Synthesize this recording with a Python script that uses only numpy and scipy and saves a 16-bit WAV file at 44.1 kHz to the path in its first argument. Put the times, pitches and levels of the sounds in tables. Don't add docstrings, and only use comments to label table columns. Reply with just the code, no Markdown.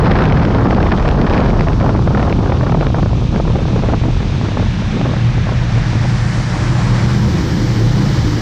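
import sys
import numpy as np
from scipy import signal
from scipy.fft import rfft, irfft, next_fast_len
from scipy.io import wavfile
from scipy.ndimage import uniform_filter1d, minimum_filter1d, map_coordinates

SR = 44100
rng = np.random.default_rng(int(sys.argv[2]) if len(sys.argv) > 2 else 0)


def transcribe(u):
    v = np.clip(np.atleast_2d(u).T, -1, 1)
    q = np.round(v * 32767).astype(np.int16)
    wavfile.write(sys.argv[1], SR, q)


N = 370881
TIME = np.arange(N) / SR


def amp(db):
    return 10 ** (np.asarray(db) / 20)


def unit(x):
    return x / np.sqrt(np.mean(x ** 2) + 1e-20)


def curves(rows):
    times, *columns = np.transpose(rows)
    return [np.interp(TIME, times, column) for column in columns]


def wobble(rate):
    knots = rng.standard_normal(int(N * 400 / SR))
    coarse = np.arange(0, N + 16, 16)
    return np.interp(np.arange(N), coarse, map_coordinates(knots, [coarse * rate / SR]))


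def swells(rows):
    t = np.arange(0, N / SR, .001)
    centre, length, db = np.transpose(rows)[..., None]
    shapes = np.exp(-(2 * (t - centre) / length) ** 4)
    return np.interp(TIME, t, np.sum(amp(db) * shapes, axis=0))


def filtered(x, response):
    size = next_fast_len(N + 8192)
    return irfft(rfft(x, size) * response(np.fft.rfftfreq(size, 1 / SR)), size)[..., :N]


def coloured(x, eq):
    f, db = np.transpose(eq)
    return filtered(x, lambda hz: unit(amp(np.interp(np.log(hz + 1), np.log(f + 1), db, -120, -120))))


def steady(eq):
    return unit(coloured(rng.standard_normal(N), eq))


def rush(eq, patchy_db):
    spectra = signal.stft(rng.standard_normal(N), nperseg=512)[2]
    patches = uniform_filter1d(rng.standard_normal(spectra.shape), size=6, axis=0)
    patches = unit(uniform_filter1d(patches, size=10, axis=1))
    noise = signal.istft(spectra * amp(patchy_db * patches), nperseg=512)[1][:N]
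    return unit(coloured(noise, eq))


def evened(x, share=.3, window_s=.035):
    level = np.sqrt(np.abs(uniform_filter1d(x ** 2, size=int(window_s * SR))) + 1e-3)
    return unit(x / level ** share)


def burst(t, width_s):
    shape = np.exp(-.5 * (t / width_s) ** 2)
    noise = shape * rng.standard_normal(len(t))
    return noise * np.linalg.norm(shape) / np.linalg.norm(noise)


# t/s, then level/dB of spray, wash, folding wave, wake, high hiss, top hiss
BED_FADERS = [(0, -41.5, -30, -67, -47.5, -73, -109), (2, -42, -29.5, -68, -44.5, -62.5, -105),
              (3.1, -39, -43.5, -47, -50, -68, -101), (3.7, -37, -41, -42, -54, -67.5, -98),
              (4.8, -35, -33.5, -35.5, -65, -67, -92.5), (5.6, -36, -32.5, -34, -44, -59.5, -91),
              (5.9, -36, -31, -32, -38.5, -51.5, -84.5), (6.3, -40, -30, -31, -36, -44.5, -73.5),
              (6.7, -37, -27, -32, -36.5, -44.5, -73.5), (7, -37, -27, -31, -35, -45, -64.5),
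              (7.2, -40, -30.5, -33.5, -35, -47, -57.5), (8.41, -43, -31, -33.5, -33, -48, -57.5)]
# f/Hz, level/dB
SPRAY_EQ = [(1000, -30.5), (1600, -27.5), (2300, 1), (3000, -1), (3700, -0.5), (4500, -6), (6000, -8.5),
            (7500, -19.5), (10000, -34.5), (13000, -69.5)]
WASH_EQ = [(260, -32.5), (450, -2), (750, -1), (1000, -1), (1300, -5), (1800, -14), (2600, -31.5),
           (4000, -71)]
FOLDING_WAVE_EQ = [(800, -34), (1300, -8.5), (1700, -4), (2200, -7.5), (2600, -13.5), (3500, -38)]
WAKE_EQ = [(1530, -38.5), (2600, -16.5), (2950, 0), (3310, -3), (4130, -1.5), (4460, -0.5), (5650, -2),
           (7600, -17.5), (9880, -39), (16700, -120)]
HIGH_HISS_EQ = [(4240, -10.5), (7200, -3), (11200, -22), (12000, -30), (15600, -50), (22000, -120)]
TOP_HISS_EQ = [(6760, -34), (11500, -9), (12300, -1), (13100, 0), (14100, -1.5), (15100, -7)]

def water_and_hiss():
    spray_db, wash_db, wave_db, wake_db, high_db, top_db = curves(BED_FADERS)
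    flicker = amp(0.42 * wobble(40))
    water = amp(spray_db) * rush(SPRAY_EQ, patchy_db=0.34)
    water += amp(wash_db) * rush(WASH_EQ, patchy_db=1.24)
    water += amp(wave_db) * rush(FOLDING_WAVE_EQ, patchy_db=0.85)
    water += amp(wake_db) * rush(WAKE_EQ, patchy_db=0.4)
    high_hiss = amp(high_db) * rush(HIGH_HISS_EQ, patchy_db=1.5)
    top_hiss = amp(top_db) * rush(TOP_HISS_EQ, patchy_db=1.2)
    return flicker * (water + high_hiss) + top_hiss


# t/s, firing rate f/Hz
FIRING_RATE = [(0, 117.7), (5.7, 118.6), (6.15, 118), (7.2, 117.4), (7.85, 117.1), (8, 112.4),
               (8.41, 111.6)]
# t/s, level/dB
DRONE_FADER = [(0, -35), (1.2, -31.5), (1.6, -24), (2.1, -29.5), (3.3, -24), (4.3, -26.5), (4.7, -21),
               (4.9, -23.5), (5.2, -16), (5.45, -22), (5.62, -16.5), (5.8, -22.5), (5.95, -17), (6.2, -19),
               (6.55, -21), (6.92, -12), (7.15, -16.5), (7.5, -24), (7.85, -12.5), (8, -23), (8.2, -18.5),
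               (8.41, -25.5)]
# t/s, then level/dB of middle orders, boom, upper boom
BAY_FADERS = [(0, -29.5, -32.5, -35), (4.5, -39.5, -37, -47), (5, -28.5, -31.5, -41),
              (5.5, -37.5, -37.5, -41), (6.2, -29, -32, -42), (6.45, -31, -32.5, -41),
              (6.65, -39, -26, -43), (6.95, -25.5, -37.5, -27.5), (7.15, -19, -31.5, -30.5),
              (7.45, -29, -26.5, -31.5), (7.75, -27.5, -26, -28.5), (8.05, -19.5, -25, -30.5),
              (8.2, -32.5, -26.5, -32.5), (8.41, -39.5, -27, -34)]
# multiple of the cycle rate, level/dB
LOW_ORDERS = [(3, -11), (8, 1.5)]
MIDDLE_ORDERS = [(10, 3.5), (12, 0.5), (14, 0)]
# f/Hz, level/dB
BOOM_EQ = [(220, -25.5), (270, -7), (295, 0.5), (320, -3), (345, -7), (400, -23.5)]
UPPER_BOOM_EQ = [(300, -18), (335, -3.5), (355, -3), (378, -7.5), (410, -10.5), (445, -18), (492, -5),
                 (535, -11.5), (700, -37)]
SKIRT_EQ = [(85, -25.5), (108, 3), (118, 7), (135, -8.5), (170, -9), (210, -10.5), (260, -25.5)]

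def engine():
    cycle_phase = 2 * np.pi * np.cumsum(curves(FIRING_RATE)[0]) / SR / 8
    drone_db = curves(DRONE_FADER)[0]
    middle_db, boom_db, upper_db = curves(BAY_FADERS)

    def orders(table, swell_db, drift_rad):
        tone = np.zeros(N)
        for order, db in table:
            level = np.sqrt(2) * amp(db + swell_db * wobble(9))
            tone += level * np.sin(order * cycle_phase + drift_rad * wobble(14))
        return tone

    boom = amp(boom_db) * steady(BOOM_EQ) + amp(upper_db) * steady(UPPER_BOOM_EQ)
    boom *= unit(amp(wobble(22)))
    skirt = amp(drone_db - 3.5) * steady(SKIRT_EQ)
    drone = amp(drone_db) * orders(LOW_ORDERS, swell_db=0.68, drift_rad=1.03)
    middle = amp(middle_db) * orders(MIDDLE_ORDERS, swell_db=2.8, drift_rad=1.44)
    return drone + middle + boom + skirt


# t/s, level/dB
WIND_STRENGTH = [(0, -14.5), (.3, -16), (.5, -18), (1.1, -18.5), (1.4, -16), (1.55, -19), (1.65, -24),
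                 (1.85, -20), (2.04, -25), (2.2, -21.5), (3, -24.5), (4, -27), (5, -31.5), (6, -33.5),
                 (7, -38), (8.41, -36)]

def ride_wind(db, slope):
    return db + slope * (curves(WIND_STRENGTH)[0] + 18)


# f/Hz, level/dB
TEARING_EQ = [(100, -47), (170, 1), (220, 0.5), (300, -3.5), (400, -6), (550, -15.5), (900, -47.5)]

def tearing():
    airflow = amp(ride_wind(-19, slope=1.01))
    gusts = amp(ride_wind(-5, slope=-0.33)) * (swells(GUSTS) + puffs())
    engine_churn = amp(-28) / (1 + np.exp((7.05 - TIME) / 0.21))
    lumps = amp(2.5 * wobble(45) + 1.1 * wobble(6.1))
    return (airflow + gusts + engine_churn) * unit(lumps * rush(TEARING_EQ, patchy_db=2.0))


# t/s, buffeting level/dB, roar level/dB
RUMBLE_FADERS = [(0, -14, -9), (.5, -16.5, -11.5), (.85, -13.5, -12), (1.1, -15, -15.5), (1.6, -15, -14),
                 (2, -17, -12.5), (2.3, -20, -14.5), (2.7, -20.5, -12.5), (3, -17, -16.5),
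                 (3.6, -18, -15.5), (4.1, -16.5, -17.5), (4.4, -24.5, -16.5), (4.6, -18.5, -15.5),
                 (5, -24, -20), (5.8, -19.5, -19), (6.5, -28.5, -19), (7.2, -26, -17.5), (7.7, -27, -20.5),
                 (8.2, -21, -19.5), (8.41, -22.5, -15.5)]
# f/Hz, level/dB
BUFFET_EQ = [(6, -17), (14, -9), (22, -10.5), (33, 3), (44, 8), (52, -1), (65, 5), (90, -6.5), (130, -38.5)]
ROAR_EQ = [(30, -19), (60, -4.5), (80, 2), (110, 4), (150, 1.5), (200, -4.5), (280, -15), (450, -29.5)]
# centre t/s, length/s, share removed/dB
LULLS = [(2.84, 0.032, -8), (3.27, 0.021, -5), (4.0, 0.02, 0)]

def rumble():
    buffet_db, roar_db = curves(RUMBLE_FADERS)
    tear = tearing()
    roar = amp(roar_db + 0.5 * wobble(6.1)) * evened(rush(ROAR_EQ, patchy_db=0.9))
    buffet = amp(buffet_db) * evened(steady(BUFFET_EQ))
    duck = 1 - np.clip(swells(LULLS), 0, .9)
    return (buffet + roar + tear) * duck


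# t/s, level/dB
TICK_CUES = [(0.0465, -18), (0.116, -11.5), (0.1346, -24.5), (0.1548, -21.5), (0.1877, -18),
             (0.2209, -22.5), (0.2384, -15), (0.2538, -14.5), (0.2984, -22), (0.3225, -15.5), (0.396, -25),
             (0.4254, -21.5), (0.4319, -19), (0.4504, -19.5), (0.509, -24), (0.5474, -17.5), (0.631, -27.5),
             (0.6693, -22), (0.703, -22.5), (0.7087, -18.5), (0.7317, -27.5), (0.7467, -20),
             (0.7706, -25.5), (0.8044, -27), (0.828, -20.5), (0.8667, -21), (0.9233, -18), (0.9755, -22.5),
             (0.9971, -22.5), (1.0252, -25), (1.0532, -28.5), (1.0789, -19), (1.0874, -15.5), (1.1119, -21),
             (1.2136, -18.5), (1.267, -27), (1.297, -19.5), (1.3239, -26.5), (1.3344, -17.5),
             (1.3432, -19.5), (1.3773, -19), (1.4033, -20), (1.4448, -26.5), (1.488, -25.5), (1.595, -20.5),
             (1.6086, -16.5), (1.6841, -19.5), (1.731, -24), (1.7998, -27.5), (1.961, -25.5),
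             (2.2268, -22.5), (2.2968, -22), (2.7198, -23), (2.867, -23)]
# f/Hz, level/dB
TICK_EQ = [(900, -34.5), (1500, 7), (2200, 8), (3000, 1), (4500, -7), (5500, -9), (7000, -26), (10000, -39),
           (11000, -104)]

def ticks(faint_count=70):
    when, loudness = rng.uniform(0, 1, (faint_count, 2)).T
    faint_s = .02 + 3 * when ** 1.4
    faint_db = ride_wind(-29, slope=0.92)[(faint_s * SR).astype(int)] + 9 * (loudness - .5)
    track, t = np.zeros(N), np.arange(-200, 200) / SR
    for s, db in [*zip(faint_s, faint_db), *TICK_CUES]:
        start = round((s + .0015) * SR) - 200
        track[start:start + len(t)] += amp(db) * burst(t, width_s=0.00091)
    return coloured(track, TICK_EQ)


def small_pops(flutter, count=50):
    when, size, pitch, grit = rng.uniform(0, 1, (count, 4)).T
    margin = SR // 20
    density = flutter[margin:-margin]
    at = np.searchsorted(np.cumsum(density) / density.sum(), when) + margin
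    peak_db = 20 * np.log10(flutter[at]) + 13 - size
    crack_db = -19 + 16 * (grit - .5)
    return np.transpose([at / SR, peak_db, 450 * 2 ** (pitch ** 2), crack_db])


# t/s, peak level/dB, f/Hz, crack level/dB relative to the pop
POP_CUES = [(0.097, -12.5, 910, -23.5), (0.153, -11, 495, -16.5), (0.219, -6, 686, -10.5),
            (0.449, -17, 466, 0), (0.503, -8, 447, -25), (0.545, -16.5, 606, -18.5),
            (0.672, -4, 1020, -22.5), (0.706, -5, 538, -15), (0.765, -8, 568, -29.5), (0.804, -11, 546, -8),
            (0.918, -8.5, 1020, -7.5), (1.051, -8, 584, -19.5), (1.145, -8.5, 614, -17),
            (1.175, -5.5, 581, -9), (1.218, -12.5, 619, -11.5), (1.265, -15.5, 506, -7.5),
            (1.304, -13.5, 471, -18.5), (1.413, -9, 573, -23), (1.531, -6.5, 474, -19.5),
            (1.59, -3.5, 790, -16), (1.67, -4, 659, -14), (1.808, -13, 501, -9.5), (1.862, -6, 851, -17.5),
            (1.826, -7, 800, -18), (1.891, -5.5, 579, -16.5), (1.949, -1, 662, -16.5),
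            (1.991, -9.5, 800, -21), (2.022, -16, 700, -18.5), (2.074, 0.5, 579, -17),
            (2.105, -7.5, 600, -19), (2.148, -4.5, 466, -10.5), (2.173, -6, 668, -7.5),
            (2.194, -12.5, 800, -6.5), (2.228, -12.5, 700, -8), (2.3, -12, 600, -13),
            (2.325, -5.5, 554, -8.5), (2.387, -11.5, 600, -15.5), (2.458, -8.5, 544, -13),
            (2.495, -6.5, 452, -14.5), (2.52, 0.5, 700, -17.5), (2.609, -7, 1030, -15.5),
            (2.631, -6.5, 460, -15.5), (2.668, -13.5, 600, -16), (2.695, -9.5, 600, -9),
            (2.722, -8, 800, -8.5), (2.746, -4, 600, -19.5), (2.772, -11.5, 600, -18),
            (2.809, -2, 452, -17.5), (2.828, -10, 900, -16), (2.847, -13, 900, -19.5),
            (2.867, -4.5, 452, -10), (2.901, -10, 600, -18), (2.944, -3.5, 650, -15.5),
            (2.984, -11.5, 600, -16.5), (3.028, -6.5, 452, -21), (3.059, -8, 493, -16.5),
            (3.13, -9, 587, -23), (3.148, -31, 500, -14), (3.173, -22.5, 450, -22.5),
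            (3.221, -12, 534, -28.5), (3.268, -23, 450, -11.5), (3.325, -17.5, 600, -21),
            (3.346, -13, 500, -17), (3.36, -9, 600, -12.5), (3.399, -0.5, 500, -17.5),
            (3.451, -13, 673, -14), (3.477, -9, 418, -21), (3.5, -11, 400, -27.5), (3.556, -10, 590, -15),
            (3.585, -17.5, 600, -30), (3.617, -17.5, 450, -23), (3.654, -9, 520, -18.5),
            (3.683, -15, 563, -18.5), (3.731, -14, 510, -18), (3.744, -17, 650, -19.5),
            (3.762, -9.5, 500, -16.5), (3.777, -16, 500, -12.5), (3.791, -12.5, 550, -16.5),
            (3.822, -12.5, 455, -17), (3.835, -2.5, 536, -21), (3.886, -8.5, 476, -12.5),
            (3.903, -20, 700, -15.5), (3.924, -11, 600, -18), (3.935, -11.5, 700, -14.5),
            (4.013, -13.5, 401, -17), (4.036, -14.5, 600, -12), (4.053, -10, 420, -19.5),
            (4.085, -5.5, 500, -22.5), (4.165, -16.5, 500, -20.5), (4.204, -17, 400, -12),
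            (4.266, -19.5, 400, -21.5), (4.297, -14.5, 400, -15.5), (4.347, -24, 450, -13.5),
            (4.412, -9, 773, -13.5), (4.445, -24, 400, -14.5), (4.463, -16.5, 420, -17.5),
            (4.484, -14, 800, -16.5), (4.518, -14.5, 450, -16.5), (4.571, -6, 800, -23.5),
            (4.595, -17, 595, -8), (4.625, -11.5, 493, -20.5), (4.739, -23.5, 800, -18),
            (4.785, -25.5, 450, -17.5), (4.821, -22.5, 420, -14.5), (4.936, -21, 573, -11),
            (4.971, -13.5, 650, -20), (5.012, -7.5, 600, -14.5), (5.051, -19, 420, -18),
            (5.066, -12, 466, -23), (5.112, -14, 400, -18.5), (5.136, -12.5, 608, -16),
            (5.164, -14, 600, -15), (5.379, -14, 727, -13), (5.469, -11.5, 600, -19), (5.49, -8, 600, -17),
            (5.52, -12, 493, -15), (5.759, -13.5, 400, -25), (5.777, -14.5, 400, -23),
            (5.931, -12, 600, -19.5), (5.954, -16, 500, -19.5), (6.047, -12, 500, -20)]

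def eddy_pops(flutter, dull_hz=2200):
    cues = np.vstack([small_pops(flutter), POP_CUES])
    pops, bright, dull = np.zeros((3, N))
    t = np.arange(-400, 400) / SR
    for (s, db, hz, crack_db), (phase, dullness) in zip(cues, rng.uniform(0, 2 * np.pi, (len(cues), 2))):
        start = round((s + .002) * SR) - 400
        span = slice(start, start + len(t))
        envelope = amp(db) * np.exp(-.5 * (t * hz / 0.35) ** 2)
        pops[span] += envelope * np.cos(2 * np.pi * hz * t + phase)
        crack = amp(db + crack_db) * burst(t, width_s=0.0012)
        dull_share = np.sin(dullness / 4) ** 2
        bright[span] += (1 - dull_share) * crack
        dull[span] += dull_share * crack
    return pops, bright + filtered(dull, lambda hz: 1 / (1 + (hz / dull_hz) ** 4))


def puffs(length_s=0.012):
    return swells([(s + .003, length_s, db - 18.5) for s, db, *_ in POP_CUES])


# centre t/s, length/s, flutter level/dB
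GUSTS = [(.1, 0.1234, -22), (.24, .1, -21), (.44, 0.0594, -22.5), (.55, 0.0494, -23), (.7, .1, -22),
         (.83, 0.0488, -24.5), (.92, 0.0409, -21), (1.08, 0.0599, -22), (1.22, 0.0592, -23),
         (1.38, .12, -22.5), (1.6, 0.04, -20), (1.685, 0.04, -20), (1.862, .11, -22), (1.958, .035, -21),
         (2.16, .05, -19), (2.21, .06, -23), (2.29, .12, -22), (2.39, .05, -24.5), (2.526, .06, -25),
         (2.721, .16, -24.5), (2.85, .08, -24), (2.971, .08, -22.5), (3.36, .08, -28), (3.47, .05, -25.5),
         (3.593, .1, -29), (3.7, .04, -26), (3.779, 0.054, -27.5), (3.898, .14, -23.5), (4.062, .09, -27.5),
         (4.232, .1, -29), (4.45, 0.064, -30.5), (4.596, .09, -28.5), (4.809, .06, -33), (4.971, .08, -29),
         (5.076, .05, -23.5), (5.158, .07, -29.5), (5.502, .07, -32), (5.774, .035, -31), (5.945, .04, -33),
         (6.052, 0.015, -29)]
# f/Hz, level/dB
FLUTTER_EQ = [(120, -36), (250, -1.5), (400, -2.5), (700, -3.5), (1100, -7.5), (1450, -14), (1800, -24),
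              (2500, -44), (4000, -83.5)]
CRACKLE_EQ = [(700, -18), (1300, 9), (1800, 7), (2700, -2.5), (4000, -8.5), (5200, -12.5), (7000, -54),
              (10000, -53), (11000, -78)]

def eddies(hush_db=-4.5, hush_s=0.014):
    flutter = np.hypot(amp(ride_wind(-19, slope=1.6)), swells(GUSTS))
    before_pop = swells([(s - hush_s / 2, hush_s, 0) for s, *_ in POP_CUES])
    flutter *= amp(hush_db * np.minimum(1, before_pop))
    clumps_db = 0.98 * wobble(25) + 2.85 * wobble(130) + 1.4 * wobble(60)
    clumps_db *= np.clip(ride_wind(0.88, slope=-5), .3, 1.5)
    body = flutter * unit(amp(clumps_db)) + puffs()
    crackle = (flutter + puffs()) * amp(ride_wind(-13, slope=0.98))
    crackle *= unit(amp(0.79 * clumps_db + 3.3 * wobble(200)))
    pops, cracks = eddy_pops(flutter)
    mids = coloured(body * rng.standard_normal(N), FLUTTER_EQ)
    highs = coloured(crackle * rng.standard_normal(N) + cracks, CRACKLE_EQ)
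    return pops + mids + highs


def scene():
    return (engine() + rumble() + eddies() + ticks() + water_and_hiss())[None]


def record(dry, threshold=0.61, ratio=4, top_hz=15041):
    gain = np.minimum(1, threshold / (np.abs(dry) + 1e-9)) ** (1 - 1 / ratio)
    gain = uniform_filter1d(minimum_filter1d(gain, size=441), size=441)
    return filtered(dry * gain, lambda hz: hz < top_hz)


dry = scene()
out = record(dry)
transcribe(out)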